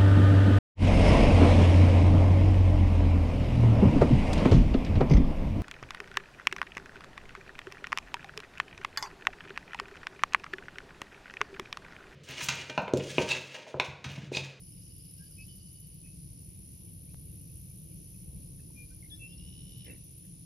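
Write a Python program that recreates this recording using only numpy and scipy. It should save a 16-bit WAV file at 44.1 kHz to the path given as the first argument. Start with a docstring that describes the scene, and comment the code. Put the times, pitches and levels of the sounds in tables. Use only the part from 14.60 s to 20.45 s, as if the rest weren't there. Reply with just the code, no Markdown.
"""Katydids on a marsh dyke

One katydid (a bush cricket) drones by scraping its wings in fast, gliding strokes; others buzz and tick.
Blackbirds whistle and trill, small birds peep and twitter, and a frog's throat pulses in one grunt.
Far traffic rumbles under the hiss of air and distant insects. Reeds and grass add short echoes.
A phone hears it all in stereo. The drone drops out briefly twice, the second time with a dry click."""
import sys
import numpy as np
from scipy import signal
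from scipy.fft import rfft, irfft
from scipy.io import wavfile
from scipy.ndimage import uniform_filter1d

SR = 44100
rng = np.random.default_rng(int(sys.argv[2]) if len(sys.argv) > 2 else 0)


def to_wav(s):
    """Save 16-bit WAV."""
    ch = np.atleast_2d(s).T  # columns
    pcm = np.round(np.clip(ch, -1, 1) * 32767)  # PCM
    wavfile.write(sys.argv[1], SR, pcm.astype(np.int16))


N = 257984
T = np.arange(N) / SR
FREQ_HZ = np.arange(N // 2 + 1) * SR / N


def undb(db):
    """Turn decibels into a number to multiply by."""
    return 10 ** (np.asarray(db) / 20)


def level(x, db):
    """Scale a sound to an average (rms) level."""
    return x * undb(db) / np.sqrt(np.mean(x ** 2))


def curve(rows, at=T):
    """Join the rows of a table with straight lines, looked up by its first column."""
    points, *columns = np.transpose(rows)
    return [np.interp(at, points, column) for column in columns]


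def ring(x, hz, width_hz):
    """A resonance: it keeps the sound near one pitch."""
    return signal.lfilter(*signal.iirpeak(hz, hz / width_hz, fs=SR), x)


def ring_twice(x, hz, width_hz):
    """A resonance with steeper sides."""
    return ring(ring(x, hz, width_hz), hz, width_hz)


def wander(rate_hz):
    """A smooth random wobble, about 1 in size."""
    hold = int(SR / rate_hz)
    steps = np.repeat(rng.standard_normal(N // hold + 1), hold)
    return 1.8 * uniform_filter1d(uniform_filter1d(steps, hold), hold)[:N]


def swell(peak_s, rise_s, fall_s, blunt=1.9):
    """One bell-shaped rise and fall; blunt flattens the top."""
    return np.exp(-np.abs((T - peak_s) / np.where(T < peak_s, rise_s, fall_s)) ** blunt)


def pulsing(rate_hz, sharp, start):
    """Repeating rounded pulses, from 0 to 1."""
    cycles = np.cumsum(rate_hz) / SR + start
    return (.5 - .5 * np.cos(2 * np.pi * cycles)) ** sharp


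def flickering_noise(spectrum, flicker_db, rate_hz):
    """Two unrelated noises of one colour; each third of an octave flickers on its own."""
    hz, db = np.transpose(spectrum)
    octave = np.log2(FREQ_HZ + 1)
    colour = undb(np.interp(octave, np.log2(hz), db, left=-90, right=-90))
    noise = rfft(rng.standard_normal((2, N))) * colour
    out = 0
    for centre in np.arange(np.log2(hz[0]), np.log2(hz[-1]) + 1 / 3, 1 / 3):
        share = np.clip(1 - 3 * abs(octave - centre), 0, 1)
        out = out + undb(flicker_db * wander(rate_hz)) * irfft(noise * share, N)
    return level(out, 0)


def reed_echo(x, fade_s, wet_db):
    """The echo alone, scattered by reeds and grass; it drops 60 dB in fade_s."""
    t = T[:SR // 2]
    tail = rng.standard_normal((2, len(t))) * np.exp(-np.log(1000) * t / fade_s)
    tail *= undb(wet_db) / np.sqrt(np.sum(tail ** 2, axis=1, keepdims=True))
    return signal.fftconvolve(x, tail, axes=1)[:, :N]


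def spread_to_stereo(main, unrelated):
    """The left side gets main; the right gets it out of step, mixed with unrelated sound."""
    # How alike left and right sound, and how far out of step, at each pitch:
    # pitch_hz, likeness (0-1), right_lead_radians, left_minus_right_db
    stereo_match = [(20, .9, .05, 1), (170, .96, .42, 1.6), (300, .9, 1.15, -.5), (520, .62, 1.9, -1.5),
                    (900, .45, 2.9, -2), (1300, .25, 2.9, 0), (2000, .3, 5.8, 0), (4000, .3, 6, 0),
                    (5500, .35, 6.6, 2), (6500, .2, 7.5, 0), (7100, .6, 8.9, 0), (7700, .999, 9.425, 0),
                    (8650, .999, 9.425, 0), (9150, .8, 10.2, 0), (9500, .93, 10.8, 0),
                    (10500, .93, 11.75, 0), (10950, 1, 12.566, 0), (12400, 1, 12.566, 0),
                    (13200, .5, 14.1, 0), (13650, .8, 15.3, 0), (14000, .999, 15.708, 0),
                    (16000, .999, 15.708, 0)]
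    likeness, lead, pan_db = curve(stereo_match, FREQ_HZ)
    left = rfft(main)
    right = likeness * left * np.exp(1j * lead) + np.sqrt(1 - likeness ** 2) * rfft(unrelated)
    return irfft(np.array([left * undb(pan_db / 2), right * undb(-pan_db / 2)]), N)


def bird_tone(size, hz, pan_db):
    """A tone of moving pitch that reaches the microphones out of step; positive pan_db is left."""
    # How far the right side is ahead: pitch_hz, right_lead_radians
    leads = [(1600, 1.14), (1900, 8.6), (2300, 6.54), (3000, 4.83), (3300, 1.9), (3600, 4.76), (5000, 5.7)]
    phase = 2 * np.pi * np.cumsum(hz) / SR
    left = undb(pan_db / 2) * np.sin(phase)
    right = undb(-pan_db / 2) * np.sin(phase + curve(leads, hz)[0])
    return size * np.array([left, right])


def traffic():
    """Far traffic: a low rumble that slowly swells."""
    # Colour of the rumble: pitch_hz, relative_db
    spectrum = [(12, -46.5), (20, -29), (37, -7), (59, -4), (171, -2.5), (184, -4), (219, -18.5),
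                (310, -16), (333, -16.5), (376, -25), (410, -26), (489, -25.5), (646, -36), (840, -42),
                (1300, -52), (1690, -60), (2860, -120)]
    # Its swell: time_s, level_db
    loudness = [(0, -51), (1.3, -50), (1.7, -49), (3.4, -48), (3.58, -50), (3.75, -46), (3.9, -48),
                (5.0, -48.5), (5.85, -50)]
    rumble = flickering_noise(spectrum, flicker_db=.93, rate_hz=6)
    return rumble * undb(curve(loudness)[0] + .35 * wander(5.08))


def hiss():
    """Air and distant insects blend into a hiss."""
    # Colour of the hiss: pitch_hz, relative_db
    spectrum = [(600, -8), (900, -10), (1200, -14.5), (1800, -15.5), (2300, -6.5), (2800, -3.5),
                (3300, -5.5), (3900, -6), (4400, -3.5), (4900, -3), (5500, 0), (6000, -0.5), (6700, -3),
                (7800, -6), (9000, 2), (10500, 6), (11500, -0.5), (12400, -1.5), (13000, -4), (13700, -4),
                (14500, -7), (16000, 0.5)]
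    return flickering_noise(spectrum, flicker_db=.9, rate_hz=14) * undb(-60.5)


def click():
    """One dry click, like a cut in the sound: the signal steps down and recovers."""
    start_s, recovery_s = 2.5447, .003
    step = -undb(-42) * (T >= start_s) * np.exp(-np.abs(T - start_s) / recovery_s)
    return signal.sosfilt(signal.butter(2, 8000, fs=SR, output="sos"), step)


def twitter():
    """A far bird's pairs of chirps, one falling and one rising, sink and speed up over a softer note."""
    # The two chirps: middle_cycles, drift_cycles_per_s, half_length_cycles, sweep_hz
    pair = [(.79, .13, .17, -1300), (.34, -.09, .22, 950)]
    bout = swell(peak_s=.6, rise_s=.8, fall_s=.72, blunt=2.4) * undb(-63.5)
    pairs_per_s, centre_hz = 10.25 + 1.75 * T, 5170 - 290 * T
    cycles = np.cumsum(pairs_per_s) / SR
    dry = 0
    for middle, drift, half, sweep_hz in pair:
        turns = cycles - middle - drift * T + 1.5
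        place = np.clip((turns % 1 - .5) / half, -1, 1)  # -1 to 1 through each chirp
        size_luck, pitch_luck = rng.standard_normal((N // 1000, 2))[turns.astype(int)].T
        size = bout * undb(1.46 * size_luck) * (1 - place ** 2)
        chirp_hz = centre_hz + 70 * pitch_luck + sweep_hz * place / 2 + 130 * wander(900)
        low_note = bird_tone(size * undb(-8), 2950 + 70 * wander(600), pan_db=-4)
        dry = dry + bird_tone(size, chirp_hz, pan_db=2.7) + low_note
    return dry + reed_echo(dry, fade_s=.28, wet_db=-1.5)


def peeps(rough):
    """A far bird peeps, each note sliding upward."""
    # The peeps: peak_s, pitch_hz
    notes = [(2.28, 2330), (2.492, 2340), (2.676, 2350), (2.505, 2640), (2.7, 2780), (2.81, 2900),
             (2.898, 2570), (3.11, 2370), (3.326, 2330), (3.55, 2600), (3.768, 2310)]
    out = 0
    for (peak_s, hz), db in zip(notes, rng.normal(-72.5, 1, len(notes))):
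        pitch_hz = hz + 6000 * np.clip(T - peak_s, -.03, .03) + 40 * rough
        out += bird_tone(undb(db) * swell(peak_s, .011, .011), pitch_hz, pan_db=-1.6)
    return out


def chucks(rough):
    """Bird notes so short that they sound like "chuck"."""
    # The calls: peak_s, level_db, pitch_hz, rise_s
    calls = [(4.003, -65, 2620, 0.0062), (3.998, -68.5, 1706, 0.0092), (4.105, -66, 990, .003),
             (4.429, -54, 2200, .003), (4.446, -56, 2165, 0.0035), (4.463, -57, 2150, 0.0035),
             (4.503, -55.5, 3780, 0.002), (4.781, -54, 5530, 0.0032), (5.648, -73.5, 1770, 0.01)]
    return sum(bird_tone(undb(db) * swell(peak_s, rise_s, 1.6 * rise_s), hz + 60 * rough, pan_db=-1.6)
               for peak_s, db, hz, rise_s in calls)


def whistles(rough):
    """Blackbirds whistle almost pure tones that glide and waver."""
    # The notes: peak_s, rise_s, fall_s, pitch_hz, glide_hz_per_s, level_db, rasp_hz, left_minus_right_db
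    notes = [(0.63, 0.031, 0.032, 1622, 501, -65, 5, -1), (.71, 0.0096, 0.016, 1410, -2000, -79.5, 20, -5),
             (0.801, .02, 0.04, 2575, 802, -55.5, 10, 0), (.8, .02, 0.036, 2355, -300, -68.5, 35, 6),
             (.893, 0.014, 0.055, 2997, -300, -60, 10.5, -5), (.886, .01, .035, 3340, 1000, -69.5, 39, 3),
             (1.02, .1, .4, 2990, -59.5, -73, 25, -7), (1.45, 0.014, 0.073, 2547, 501, -68.5, 26, -2),
             (1.46, 0.013, 0.031, 2260, 1, -73.5, 150, 2), (4.195, .028, 0.058, 2415, -200, -57, 5, 7.5),
             (4.31, 0.0092, .06, 2415, -400, -72.5, 10, -2), (4.322, 0.015, 0.014, 1536, 3499, -71, 10, -2),
             (4.53, 0.023, .035, 1735, 500, -71.5, 10, 0), (4.53, 0.02, 0.023, 3430, 600, -47, 8, 6),
             (4.547, .035, .03, 5170, 2001.5, -69, 40, 12), (4.615, 0.03, .02, 3420, 300.5, -63, 10, 0),
             (4.636, 0.03, 0.04, 2680, 300.5, -50, 8.6, 1), (4.725, .05, 0.04, 2760, 299, -61.5, 12, -1),
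             (4.71, 0.048, 0.033, 5260, -1, -69.5, 41, 7), (4.72, .03, 0.028, 5000, 300.5, -70, 40, 4),
             (4.71, .03, 0.045, 3060, 1001, -66.5, 12, 0), (4.732, 0.011, 0.016, 3450, -500, -63.5, 20, 8),
             (5.307, .014, 0.015, 2660, -1, -54.5, 20, -1), (5.35, .03, 0.082, 2800, -1500, -73, 87, 0),
             (5.32, .015, .015, 3650, 0, -69, 90, 6), (5.4, .06, .12, 3550, 0, -75, 200, 4),
             (4.64, .03, .04, 2430, 299.5, -69, 60, 0), (4.56, .02, 0.016, 3800, 5001, -69, 40, 4)]
    waver = undb(.7 * wander(30))
    out = 0
    for peak_s, rise_s, fall_s, hz, glide, db, rasp_hz, pan_db in notes:
        pitch_hz = hz + glide * np.clip(T - peak_s, -2 * rise_s, 2 * fall_s) + rasp_hz * rough
        size = np.sqrt(2) * undb(db) * waver * swell(peak_s, rise_s, fall_s, blunt=2.6)
        out += bird_tone(size, pitch_hz, pan_db)
    return out


def trill():
    """A blackbird's raspy trill: fast pulses whose pitch rises, then droops."""
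    # Its tones: pitch_ratio, relative_db, growth_db_per_s, rasp_share_of_pitch, left_minus_right_db
    tones = [(1, 0, 3, .018, -2.5), (1.18, -7, 10, .04, 6), (1.3, -12, 10, .04, 6), (1.72, -11, 8, .025, 4),
             (1.84, -7, 4, .018, 4)]
    start_s, top_s, end_s, edge_s = 4.77, 5.1, 5.295, .026
    from_top_s = np.clip(T, start_s, end_s) - top_s
    hz = 2994 - 1400 * from_top_s ** 2
    fade = np.clip(np.minimum(T - start_s, end_s - T) / edge_s, 0, 1)
    size = 2.1 * undb(-62 + 1.3 * wander(90)) * fade
    size *= pulsing(rate_hz=76.9 + 3 * wander(30), sharp=.8, start=.6)
    out = 0
    for ratio, db, growth, rasp, pan_db in tones:
        pitch_hz = ratio * hz * (1 + rasp * wander(1500))
        out += bird_tone(size * undb(db + growth * from_top_s), pitch_hz, pan_db)
    return out


def birds():
    """Whistles, peeps, chucks and the trill echo from the reeds."""
    rough = wander(500)  # a fast pitch wobble, heard as rasp
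    dry = whistles(rough) + peeps(rough) + chucks(rough) + trill()
    return dry + reed_echo(dry, fade_s=.33, wet_db=-14.5)


def frog():
    """One grunt: pulses with a noisy rattle make the throat and its sac ring."""
    # Throat resonances: pitch_hz, width_hz, relative_db
    throat = [(322, 150, 2), (434, 140, -2), (710, 320, -22), (1300, 300, -17), (1960, 480, 1.5),
              (2200, 390, -5), (2750, 340, -2)]
    pulse_hz = 63
    cycles = pulse_hz * T + .32
    rattle = .2 * np.exp(-(cycles % 1) / .5) * rng.standard_normal(N)
    pulses = np.diff(np.floor(cycles), prepend=0) + rattle
    voice = sum(undb(db) * ring_twice(pulses, hz, width_hz) / width_hz for hz, width_hz, db in throat)
    grunt = level(voice, -52.5) * swell(peak_s=5.29, rise_s=.034, fall_s=.056)
    dry = np.array([np.roll(grunt, 20) * undb(-2), grunt * undb(2)])  # the right hears it first
    return dry + reed_echo(dry, fade_s=.17, wet_db=-8.5)


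def katydid_ticks(noise):
    """Single wing strokes: short bursts of noise coloured by the ringing wing."""
    # The ticks: start_s, strength_db
    ticks = [(.38, -60), (.444, -58), (.509, -59), (.576, -58), (.638, -59), (.708, -59), (.782, -59),
             (.867, -57), (.958, -56), (1.127, -57), (1.197, -55), (1.267, -55.5), (1.339, -59),
             (5.102, -59), (5.173, -56), (5.242, -57), (5.305, -56), (5.372, -58), (5.438, -56),
             (5.511, -58), (5.576, -56.5), (5.652, -57)]
    rise_s, fall_s = .002, .012
    bursts = 0
    for start_s, db in ticks:
        age_s = np.maximum(T - start_s, 0)
        bursts += undb(db) * (1 - np.exp(-age_s / rise_s)) * np.exp(-age_s / fall_s)
    wing = ring_twice(noise, 12000, 8400) + undb(4) * ring(noise, 11700, 1300)
    return level(wing, 5.3) * bursts


def katydid_buzz(noise):
    """About 50 noisy strokes a second make another katydid's wings ring."""
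    # How loud the buzz is: time_s, level_db
    loudness = [(0, -71), (.4, -70), (.75, -68), (1.1, -73), (1.4, -74), (1.7, -67.5), (2.5, -63),
                (3, -61.5), (3.5, -64.5), (4.2, -66.5), (4.65, -67.5), (4.85, -90), (5.4, -82), (5.85, -70)]
    wing = ring_twice(noise, 11660, 1500) + undb(-6.5) * ring_twice(noise, 12900, 1000)
    strokes = pulsing(rate_hz=49.87 + .15 * wander(.67), sharp=.61, start=.3)
    flicker = undb(.91 * wander(45))
    return level(wing * strokes * flicker, curve(loudness)[0])


def katydid_drone():
    """Each scrape of the near katydid's wing is a tone that glides up and down; far ones blur."""
    # Two brief dropouts where the sound cuts and the drone jumps: time_s, lost_cycles, dip_db
    dropouts = [(1.008, .255, -10), (2.545, .35, -1)]
    strokes_per_s, top_hz, sag_hz, level_db = 69.7, 10454, 1298, -55
    cycles = .835 + strokes_per_s * T + .126 * np.maximum(T - 4.5, 0)  # a little faster after 4.5 s
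    cycles -= sum(lost * (T > time_s) for time_s, lost, _ in dropouts)
    place = np.clip((cycles % 1 - .52) / .36, -1, 1)  # -1 to 1 through each stroke
    pitch_luck, phase_luck, size_luck = rng.standard_normal((N // 400, 3))[cycles.astype(int)].T
    hz = (top_hz - sag_hz * place ** 2) * (1 + .00401 * pitch_luck)
    phase = 2 * np.pi * np.cumsum(hz) / SR + 2 * phase_luck
    scrape_db = 11 * place ** 2 - 2 * place  # harder towards both ends, most at the start
    size = (1 - place ** 2) ** .78 * undb(scrape_db + .13 * size_luck)
    rasp = undb(1.5 * wander(700))  # uneven teeth on the wing
    near = level(size * rasp * np.sin(phase), 0)
    noise = rng.standard_normal((2, N))
    chorus = ring_twice(noise, 10250, 500) + undb(-3) * ring_twice(noise, 9750, 500)
    heard = reed_echo(np.array([near, near]), fade_s=.024, wet_db=-12) + level(chorus, -8)
    heard[0] += near  # the direct sound goes in the main row only
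    dips_db = sum(db * swell(time_s, .011, .011) for time_s, _, db in dropouts)
    return heard / np.std(heard[0]) * undb(level_db + dips_db)


def scene():
    """Traffic and insects are spread around; birds, frog and click have their own places."""
    spread = traffic() + hiss() + katydid_drone()
    buzz_noise, tick_noise = rng.standard_normal((2, 2, N))
    spread += katydid_buzz(buzz_noise) + katydid_ticks(tick_noise)
    return spread_to_stereo(*spread) + birds() + twitter() + frog() + click()


def record(dry):
    """The phone steeply cuts the highest treble."""
    top_hz = 15700
    return signal.sosfilt(signal.ellip(10, .2, 80, top_hz, fs=SR, output="sos"), dry)


dry = scene()
out = record(dry)
to_wav(out)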